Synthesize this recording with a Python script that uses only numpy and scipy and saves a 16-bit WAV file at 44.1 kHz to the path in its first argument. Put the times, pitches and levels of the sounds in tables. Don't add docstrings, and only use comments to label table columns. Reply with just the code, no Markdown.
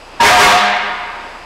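import sys
import numpy as np
from scipy import signal
from scipy.fft import rfft, irfft
from scipy.io import wavfile
from scipy.ndimage import uniform_filter1d

SR = 44100
rng = np.random.default_rng(int(sys.argv[2]) if len(sys.argv) > 2 else 0)


def dump(signal):
    limited = np.clip(np.atleast_2d(signal).T, -1, 1)
    pcm = np.round(limited * 32767).astype(np.int16)
    wavfile.write(sys.argv[1], SR, pcm)


def volts_from_decibels(level):
    exponent = np.asarray(level, float) / 20
    return 10 ** exponent


N = 63945

ATTACK_S, STOP_S, RELEASE_S = 0.012, 0.52, 0.05
LOCK_S, LOCK_RISE_S = 0.1975, 0.044


def since(start_s):
    return np.maximum(np.arange(N) / SR - start_s, 0)


def noise():
    return rng.standard_normal(N)


def level(x, db):
    return x * volts_from_decibels(db) / np.sqrt(np.mean(x ** 2))


def table(hz, rows):
    rows = np.array(rows, float)
    return np.interp(np.log(np.maximum(hz, 1)), np.log(rows[:, 0]), rows[:, 1])


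def colour(x, rows):
    hz = np.arange(len(x) // 2 + 1) * SR / len(x)
    return irfft(rfft(x) * volts_from_decibels(table(hz, rows)), len(x))


def walk(rate_hz):
    k = int(SR / rate_hz)
    drift = uniform_filter1d(uniform_filter1d(noise(), k), k)
    return drift / drift.std()


def gate(start_s, rise_s):
    opening = np.sin(np.pi / 2 * np.minimum(since(start_s) / rise_s, 1)) ** 2
    return opening * np.exp(-since(STOP_S) / RELEASE_S)


def sing(pitch_hz, flutter_db=4.5):
    wavering_hz = pitch_hz * (1 + 0.01077 * walk(58.64))
    phase = 2 * np.pi * (np.cumsum(wavering_hz) / SR + rng.random())
    return np.sqrt(2) * volts_from_decibels(flutter_db * walk(25.7)) * np.sin(phase)


def flare(start_s, pitch_hz, level_db, length_s):
    swell = np.minimum(since(start_s) / ATTACK_S, 1) ** 2
    let_go = np.clip(1 - since(start_s + length_s - ATTACK_S) / ATTACK_S / 2, 0, 1)
    return volts_from_decibels(level_db) * swell * let_go * sing(pitch_hz, flutter_db=1.37)


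# start_s, pitch_hz, level_db, length_s
FLARES = [(.195, 935, -3, .075), (.196, 1660, -7, .022), (.2, 750, -14, .04), (.238, 1680, -10, .025),
          (.252, 2200, -9, .035), (.265, 1820, -11, .03), (.265, 1430, -11, .035), (.295, 724, -8, .1),
          (.362, 930, -3, .04), (.418, 2200, -7, .045), (.415, 1430, -9, .045), (.44, 932, -9, .07),
          (.42, 724, -10, .16)]


def squeal():
    return sum(flare(*row) for row in FLARES)


# pitch_hz, level_db
COLUMN_NOTES = [(407, -31), (517, -31), (608, -28), (724, -24), (818, -25.5), (930, -34), (1006, -28),
                (1125, -28), (1228, -24.5), (1425, -31.5), (1615, -27), (1815, -29.5), (2015, -35.5),
                (2195, -44)]


def singing_column():
    return level(sum(volts_from_decibels(db) * sing(hz) for hz, db in COLUMN_NOTES), -9.5)


def low_beat():
    start_s, fade_t60_s = 0.375, 0.9
    loudness = volts_from_decibels(-26 - 60 * since(STOP_S) / fade_t60_s)
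    return loudness * sing(203) * np.minimum(since(start_s) / LOCK_RISE_S, 1)


# time_s, pitch_hz, pressure_db
DIAPHRAGM = [
    (0.202, 103.9, -2),
    (0.259, 104.3, 6.5),
    (0.329, 102.4, 2),
    (0.371, 102.9, -1.5),
    (.41, 103, 6),
    (.5, 102.1, 0.5),
]
# pitch_hz, level_db
BELL_TONE = [(100, -42), (400, -14), (700, -6), (1000, 2), (2200, 0), (4000, -6), (8000, -21),
             (16000, -31.5)]


def buzzing_diaphragm():
    jitter, shimmer_db = 0.011, 1.5
    puff_fade = 1.95
    time_s, pitch_hz, pressure_db = np.array(DIAPHRAGM).T
    t = since(0)
    phase = np.cumsum(np.interp(t, time_s, pitch_hz) * (1 + jitter * walk(120))) / SR
    slaps = np.diff(np.floor(phase), prepend=0) * volts_from_decibels(shimmer_db * noise())
    slaps = level(colour(slaps, BELL_TONE), -14.5)
    puffs = np.exp(-(phase % 1) / puff_fade) * noise()
    air = level(colour(puffs, BELL_TONE), -10)
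    buzz = (singing_column() + slaps) * gate(LOCK_S, LOCK_RISE_S)
    rush = air * gate(LOCK_S, ATTACK_S)
    return (buzz + rush) * volts_from_decibels(np.interp(t, time_s, pressure_db))


# pitch_hz, t60_s
BAY_RING = [(100, 0.79), (200, 1.3), (330, 1.43), (720, 1.89), (1500, 1.96), (3000, 1.643), (6000, 1.005),
            (12000, 0.41)]


def bay(x):
    gap_s, build_s, bass_cut_hz = 0.014, 0.012, 583
    hz = np.arange(N // 2 + 1) * SR / N
    spectrum = rfft(noise())
    echo = 0
    for centre_hz in 62.5 * 2 ** (np.arange(18) / 2):
        octaves_away = np.abs(np.log2(np.maximum(hz, 1) / centre_hz))
        band = irfft(spectrum * np.clip(1 - 2 * octaves_away, 0, 1), N)
        echo = echo + band * np.exp(-np.log(1000) * since(0) / table(centre_hz, BAY_RING))
    echo = echo * np.minimum(since(gap_s) / build_s, 1)
    echo = echo * volts_from_decibels(-8.5) / np.sqrt(np.sum(echo ** 2))
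    x = signal.sosfilt(signal.butter(1, bass_cut_hz, "highpass", fs=SR, output="sos"), x)
    return signal.fftconvolve(x, echo)[:N]


# pitch_hz, level_db (per Hz)
HISS_TONE = [(30, -32), (150, -8), (350, -3), (900, 0.5), (2000, -10), (4000, -16), (8000, -32.5),
             (16000, -53)]


def hiss():
    return level(colour(noise(), HISS_TONE), -36) * volts_from_decibels(1.73 * walk(3.7))


# pitch_hz, width_hz, level_db
WHINE_BANDS = [(2630, 270, -46), (4880, 400, -50), (6720, 200, -65), (7850, 400, -59), (10100, 700, -64)]


def motor_whine():
    whine = 0
    for hz, width_hz, db in WHINE_BANDS:
        resonance = signal.iirpeak(hz, hz / width_hz, SR)
        whine = whine + level(signal.lfilter(*resonance, noise()), db)
    return whine


# multiple (of the base pitch), level_db
HUM_OVERTONES = [(1, -43.5), (2, -52), (3, -67), (4, -59.5)]


def hum():
    base_hz = 29.7
    return sum(np.sqrt(2) * volts_from_decibels(db) * np.sin(2 * np.pi * multiple * base_hz * since(0) + multiple)
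               for multiple, db in HUM_OVERTONES)


def scene():
    high = squeal()
    body = buzzing_diaphragm() + low_beat()
    echoes = bay(volts_from_decibels(-3.5) * high + body)
    return (high + body + echoes + hiss() + motor_whine() + hum())[None]


def band_limit(x):
    return signal.sosfilt(signal.butter(12, 16390, fs=SR, output="sos"), x)


def record(dry):
    ceiling, knee = 0.51, 9.5
    x = dry / (1 + np.abs(dry / ceiling) ** knee) ** (1 / knee)
    x = signal.sosfilt(signal.butter(1, [25, 14300], "bandpass", fs=SR, output="sos"), x)
    x = signal.sosfilt(signal.ellip(8, 0.2, 60, 15750, fs=SR, output="sos"), x)
    return band_limit(x)


dry = scene()
out = record(dry)
dump(out)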